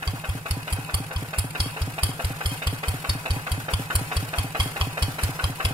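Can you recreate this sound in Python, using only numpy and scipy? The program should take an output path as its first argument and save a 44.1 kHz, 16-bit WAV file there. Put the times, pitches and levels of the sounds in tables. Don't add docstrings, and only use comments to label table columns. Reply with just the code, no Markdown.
import sys
import numpy as np
from scipy import signal
from scipy.fft import rfft, irfft, next_fast_len
from scipy.io import wavfile
from scipy.ndimage import uniform_filter1d

SR = 44100
rng = np.random.default_rng(int(sys.argv[2]) if len(sys.argv) > 2 else 0)


def magnitude_from_level(level_db):
    exponent = np.asarray(level_db, float) / 20
    return 10 ** exponent


def unload_wav(signal):
    wavfile.write(
        sys.argv[1],
        SR,
        np.round(np.clip(np.atleast_2d(signal).T, -1, 1) * 32767).astype(np.int16),
    )


N = 252804

LEAD = SR // 10
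M = next_fast_len(N + 2 * LEAD)
HZ = np.arange(M // 2 + 1) * SR / M + 1e-3

# pitch_hz, fade_s (time to fall 60 dB), level_db
HEAD = [(446.3, 0.14, -11), (510.5, 0.066, -6.5), (680, 0.018, 0.5), (893, 0.02, -4)]
BLOCK = [(1125, 0.032, -2.5), (1340, 0.046, -3.5), (1424, 0.033, 2), (1604, 0.0051, 3.5)]
COVERS = [(2190, 0.0044, 1), (2463, 0.03, 0), (2678, 0.011, 0.5), (3045, 0.012, -4), (3740, 0.0042, -3.5)]
# pitch_hz, fade_s, level_db
HIGH_WHISTLE = [(4610, 0.0058, -1), (3650, 0.018, -15.5), (5107, 0.0094, -9.5)]
JET = [(7385, 0.016, -8.5), (8630, 0.0024, 2.5), (10170, 0.0017, 5), (11200, 0.0051, 0),
       (12750, 0.0013, -2.5)]
# time_s, level_db
NEAR = [(0.0, -44.5), (0.38, -44.5), (1.13, -44), (2.07, -43), (3.51, -42), (3.83, -41), (5.03, -41.5),
        (5.2, -41), (5.73, -42)]
# exhaust_opens_s, thump_db, whistle_db, jet_db
CYCLES = [(.0719, -17, -30.5, -35), (0.2875, -17.5, -38.5, -33), (0.5057, -17, -32, -29.5),
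          (0.7221, -17, -34, -29), (0.9382, -16.5, -28, -25), (1.1575, -18.5, -34, -37),
          (1.381, -16, -31, -25), (1.5979, -16.5, -29.5, -27.5), (1.8125, -16.5, -34, -31),
          (2.0288, -15, -27.5, -25), (2.2418, -16.5, -34.5, -31), (2.4545, -16.5, -29, -31),
          (2.6662, -15.5, -28.5, -26), (2.8789, -16, -30, -26), (3.0896, -16, -30, -30.5),
          (3.3023, -14.5, -31.5, -26.5), (3.5136, -16.5, -30.5, -25), (3.7325, -15.5, -25.5, -26),
          (3.9499, -14.5, -28, -25), (4.163, -15.5, -29.5, -27), (4.3808, -16, -29, -27),
          (4.596, -15, -24.5, -27), (4.808, -15.5, -27.5, -30.5), (5.0204, -14.5, -27.5, -28.5),
          (5.2312, -15, -32, -23), (5.4369, -15.5, -26.5, -27), (5.6463, -15.5, -25, -28.5)]

INLET_OPENS_SHARE, INLET_SHUTS_SHARE, FIRES_SHARE = .294, .5925, .776
ENGINE_LAG_S, EXHAUST_LAG_S = 0.000435, 0.0002746


def curve(points):
    hz, value = np.transpose(points)
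    return np.interp(np.log(HZ), np.log(hz), value)


def late(lag_s):
    lag_hz = 1620
    bend = HZ ** 2 / (HZ ** 2 + lag_hz ** 2)
    return np.exp(-2j * np.pi * HZ * lag_s * bend)


def at_ports(x, lag_s):
    left = irfft(rfft(x, M) * late(lag_s), M)
    return np.array([left, x])


def air(lag_s):
    # pitch_hz, share (0 to 1)
    likeness = [(100, 1), (400, 0.95), (1300, 0.7), (3500, 0.31), (9000, 0.19)]
    share = np.clip(curve(likeness), 0, 1)
    spectra = (rng.standard_normal((3, len(HZ), 2)) @ [1, 1j]) * np.sqrt(M / 2)
    common, *own = spectra
    both = np.array([common * late(lag_s), common])
    return irfft(np.sqrt(share) * both + np.sqrt(1 - share) * np.array(own), M)


def train(times, db, shape):
    x = np.zeros(M + len(shape))
    starts = np.round(np.asarray(times) * SR).astype(int) + LEAD
    for start, gain in np.broadcast(starts, magnitude_from_level(np.asarray(db))):
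        x[start:start + len(shape)] += gain * shape
    return x[:M]


def puff(rise_s, fall_s):
    t = np.arange(int(SR * (rise_s + 7 * fall_s))) / SR
    shape = (1 - np.exp(-t / rise_s)) ** 2 * np.exp(-t / fall_s)
    return shape / shape.max()


def walk(rate):
    k = int(SR / rate)
    held = np.repeat(rng.standard_normal(M // k + 1), k)
    return 1.53 * uniform_filter1d(uniform_filter1d(held, k), k)[:M]


def mode(x, hz, t60):
    pole = np.exp(2j * np.pi * hz / SR - np.log(1000) / (t60 * SR))
    return signal.lfilter([0, pole.imag], [1, -2 * pole.real, abs(pole) ** 2], x)


def ring(x, modes):
    out = 0
    for k, (hz, t60, db) in enumerate(modes):
        scale = np.sqrt(4 * np.log(1000) / (t60 * SR))
        out = out + (-1) ** k * magnitude_from_level(db) * scale * mode(x, hz, t60)
    return out


def gas_column(times, db, pushes, modes):
    push = 0
    for delay, length, strength in pushes:
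        bump = np.hanning(int(length * SR))
        push = push + train(times + delay, db, strength * bump / bump.sum())
    tone = sum(strength * mode(push, hz, t60) for hz, t60, strength in modes)
    return at_ports(tone, EXHAUST_LAG_S)


def cam(share):
    s = np.transpose(CYCLES)[0]
    s = np.r_[2 * s[0] - s[1], s, 2 * s[-1] - s[-2]]
    return s[:-1] + share * np.diff(s)


def trees(x, t60=.35, db=-12):
    t = np.arange(int(t60 * SR)) / SR
    haze = rng.standard_normal((2, len(t))) * 1000 ** (-t / t60) * (1 - np.exp(-t / 0.0014))
    haze = signal.sosfilt(signal.butter(1, [400, 9000], "band", fs=SR, output="sos"), haze)
    haze = haze / np.sqrt((haze ** 2).sum(1).mean())
    return magnitude_from_level(db) * signal.fftconvolve(x, haze, axes=1)[:, :M]


def jolts():
    return magnitude_from_level(3 * walk(80) + 1.5 * walk(10))


def rattle():
    # pitch_hz, level_db (per Hz)
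    wash_colour = [(120, -22), (200, -3), (396, -5.5), (770, -6.5), (892, -9), (1900, -4.5), (2560, -7.5),
                   (3560, -10), (5250, -10.5), (6090, -12.5), (10200, -9), (15600, -14.5), (16500, -50)]
    # pitch_hz, fade_s, level_db
    tyre_rumble = [(45, .04, -16), (120, .04, -15)]
    # pitch_hz, fade_s, level_db
    panels = [(788, 0.047, -3), (990, 0.066, -1.5), (2520, 0.051, -2)]
    flicker = magnitude_from_level(0.56 * walk(8) + 1.72 * walk(150))
    wash = irfft(rfft(flicker * air(ENGINE_LAG_S)) * magnitude_from_level(curve(wash_colour)), M)
    band = signal.sosfilt(signal.butter(2, [400, 3000], "band", fs=SR, output="sos"), wash)
    out = wash / band.std() + ring(air(ENGINE_LAG_S), tyre_rumble)
    for modes, db in ((panels, -8), (HEAD + BLOCK, -12), (COVERS, -13)):
        out = out + ring(magnitude_from_level(db) * jolts() * air(ENGINE_LAG_S), modes)
    shake_db, shake_rise_s, shake_fall_s = -4.5, 0.027, 0.089
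    shake = .75 + train(cam(FIRES_SHARE), shake_db, puff(shake_rise_s, shake_fall_s))
    s, db = np.transpose(NEAR)
    nearness = magnitude_from_level(np.interp((np.arange(M) - LEAD) / SR, s, db))
    return out * shake * nearness


def inlet():
    # delay_s, length_s, strength
    pop_pushes = [
        (-.0021, .0022, 1),
        (.0001, .0036, -3.17),
    ]
    shut_pushes = [
        (-.01, .0084, -1),
        (.0047, .0113, .39),
    ]
    # pitch_hz, fade_s, strength (minus turns it over)
    port_tones = [(135.5, .037, -.0435), (274, .062, -.029), (360, .03, -.008), (792, .06, .15),
                  (108, .2, .0135)]
    filter_tones = [(157.7, .24, .1), (131, .027, -.053)]

    open_s = cam(INLET_OPENS_SHARE)[1:]
    pop_db = 9.5 + 0.53 * np.transpose(CYCLES)[1]
    pop = gas_column(open_s, pop_db, pop_pushes, port_tones)
    gust = train(open_s + .015, pop_db - 47, puff(.008, .012))
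    rush = ring(gust * air(ENGINE_LAG_S), HEAD + BLOCK)

    shut_s = cam(INLET_SHUTS_SHARE)[:-1]
    chance = rng.standard_normal((len(shut_s), 2)).T
    ring_db = -0.26 + .8 * chance[0]
    seat_db = -44.5 + 4 * chance[1]
    box = gas_column(shut_s, ring_db, shut_pushes, filter_tones)
    hiss = train(shut_s - .006, seat_db - 1.5, puff(0.0024, 0.0034))
    seat = ring(hiss * air(ENGINE_LAG_S), COVERS + HIGH_WHISTLE + JET)
    return pop + rush + box + seat


def pipe_gate():
    silenced = np.ones(int(.14 * SR))
    silenced[:150] = np.linspace(0, 1, 150)
    opens = cam(INLET_OPENS_SHARE)[1:]
    return 1 - train(opens - .0035, 0, silenced)


def exhaust():
    # delay_s, length_s, strength
    blowdown = [
        (-.0032, .0078, 1),
        (.0068, .0067, -1.36),
    ]
    # pitch_hz, fade_s, strength (minus turns it over)
    pipe_tones = [(100.3, .183, 1.51), (44, .037, -.66)]
    # pitch_hz, fade_s, level_db
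    low_whistle = [(3224, 0.0091, -0.5), (2112, 0.02, -9.5), (1152, 0.015, -8.5)]
    # time_s, outflow_db
    long_blows = [(.939, -48), (1.381, -46), (1.598, -38), (2.029, -39), (2.455, -37), (2.667, -44),
                  (2.879, -47.5), (3.09, -52), (3.302, -55), (4.382, -50), (4.596, -40)]
    usual_flow_db = -56

    s, thump_db, whistle_db, jet_db = np.transpose(CYCLES)
    blow_s, blow_db = np.transpose(long_blows)
    out = gas_column(s, thump_db, blowdown, pipe_tones) * pipe_gate()
    # ringing, level of each cycle, gust gain dB, outflow gain dB
    voices = (
        (low_whistle, whistle_db, 2.4, -4),
        (HIGH_WHISTLE, whistle_db, 3.2, -5),
        (JET, jet_db, -2.6, -4))
    for modes, db, gain_db, flow_gain_db in voices:
        db = db + 1.4 * rng.standard_normal(len(s))
        second_db = db + gain_db - 7 + 3.5 * rng.standard_normal(len(s))
        gust = train(s + .0025, db + gain_db - 1, puff(.001, .004))
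        gust = gust + train(s + .007, second_db, puff(.002, .004))
        stroke = puff(0.011, 0.057)
        flow = train(s + 0.029, usual_flow_db, stroke) + train(blow_s + 0.0085, blow_db, stroke)
        flow = magnitude_from_level(flow_gain_db) * flow
        sputter = magnitude_from_level(2.5 * walk(350) + 1.5 * walk(50))
        crack = train(s + .0045, db + gain_db + 12.5, np.hanning(5))
        blast = (gust + flow) * sputter * air(EXHAUST_LAG_S)
        out = out + ring(at_ports(crack, EXHAUST_LAG_S) + blast, modes)
    return out


def knock():
    # delay_s, head_db, block_db, covers_db
    slaps = [
        (0, -5, -1, -10),
        (.005, -10, -1, 0),
        (.0125, -10, -3, -10),
        (.030, -8, -11, -15),
    ]
    parts_db, scatter_db = (11.5, 10, 10), 1.77

    s = cam(FIRES_SHARE)[:-1]
    uneven = scatter_db * rng.standard_normal((len(s), 3))
    levels = np.interp(s, *np.transpose(NEAR)) + (uneven + parts_db).T
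    chance = rng.standard_normal((len(s), len(slaps), 2))
    out = 0
    for part, (modes, db) in enumerate(zip((HEAD, BLOCK, COVERS), levels)):
        hit = 0
        scrape = train(s, db - 6, puff(0.0019, 0.014))
        for k, (delay, *slap_db) in enumerate(slaps):
            when = s + delay * (1 + 0.036 * chance[:, k, 0])
            size_db = db + slap_db[part] + 60 * delay * chance[:, k, 1]
            hit = hit + train(when, size_db + 10, np.hanning(7))
            scrape = scrape + train(when, size_db - 5, puff(.0003, .0012))
        out = out + ring(at_ports(hit, ENGINE_LAG_S) + scrape * air(ENGINE_LAG_S), modes)
    step = train(s - .0008, levels[0] + 7.0, -np.hanning(30) / 15)
    return out + at_ports(mode(step, 590, 0.011), ENGINE_LAG_S)


def scene():
    background = rattle()
    engine = inlet() + exhaust() + knock()
    return (engine + trees(engine) + background)[:, LEAD:LEAD + N]


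def thin(x):
    from_hz, most, floor_db = 3000, .6, -20
    mid_side = np.array([x[0] + x[1], x[0] - x[1]]) / 2
    hz, _, cells = signal.stft(mid_side, SR, nperseg=1024)
    power = uniform_filter1d(abs(cells) ** 2, size=2, axis=1)
    power = uniform_filter1d(power, size=3, axis=2) + 1e-20
    share = most * np.clip(hz / from_hz - .5, 0, 1)[:, None]
    around = uniform_filter1d(power, size=21, axis=1)
    gain = np.clip(1 - share * around / power, magnitude_from_level(2 * floor_db), 1)
    mid, side = signal.istft(cells * np.sqrt(gain), SR, nperseg=1024)[1][:, :N]
    return np.array([mid + side, mid - side])


def top_cut(x):
    return signal.sosfilt(signal.butter(12, 16840, fs=SR, output="sos"), x)


def record(dry):
    # pitch_hz, left_minus_right_db
    balance = [(150, .2), (300, .9), (1000, .3), (2500, 1.6), (5000, -.2), (10000, 0)]
    tilt = magnitude_from_level(curve(balance) / 2)
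    ports = irfft(rfft(dry, M) * [tilt, 1 / tilt], M)[:, :N]
    top_hz = 15800
    low_pass = signal.ellip(8, .3, 70, top_hz, fs=SR, output="sos")
    return top_cut(signal.sosfilt(low_pass, thin(ports)))


dry = scene()
out = record(dry)
unload_wav(out)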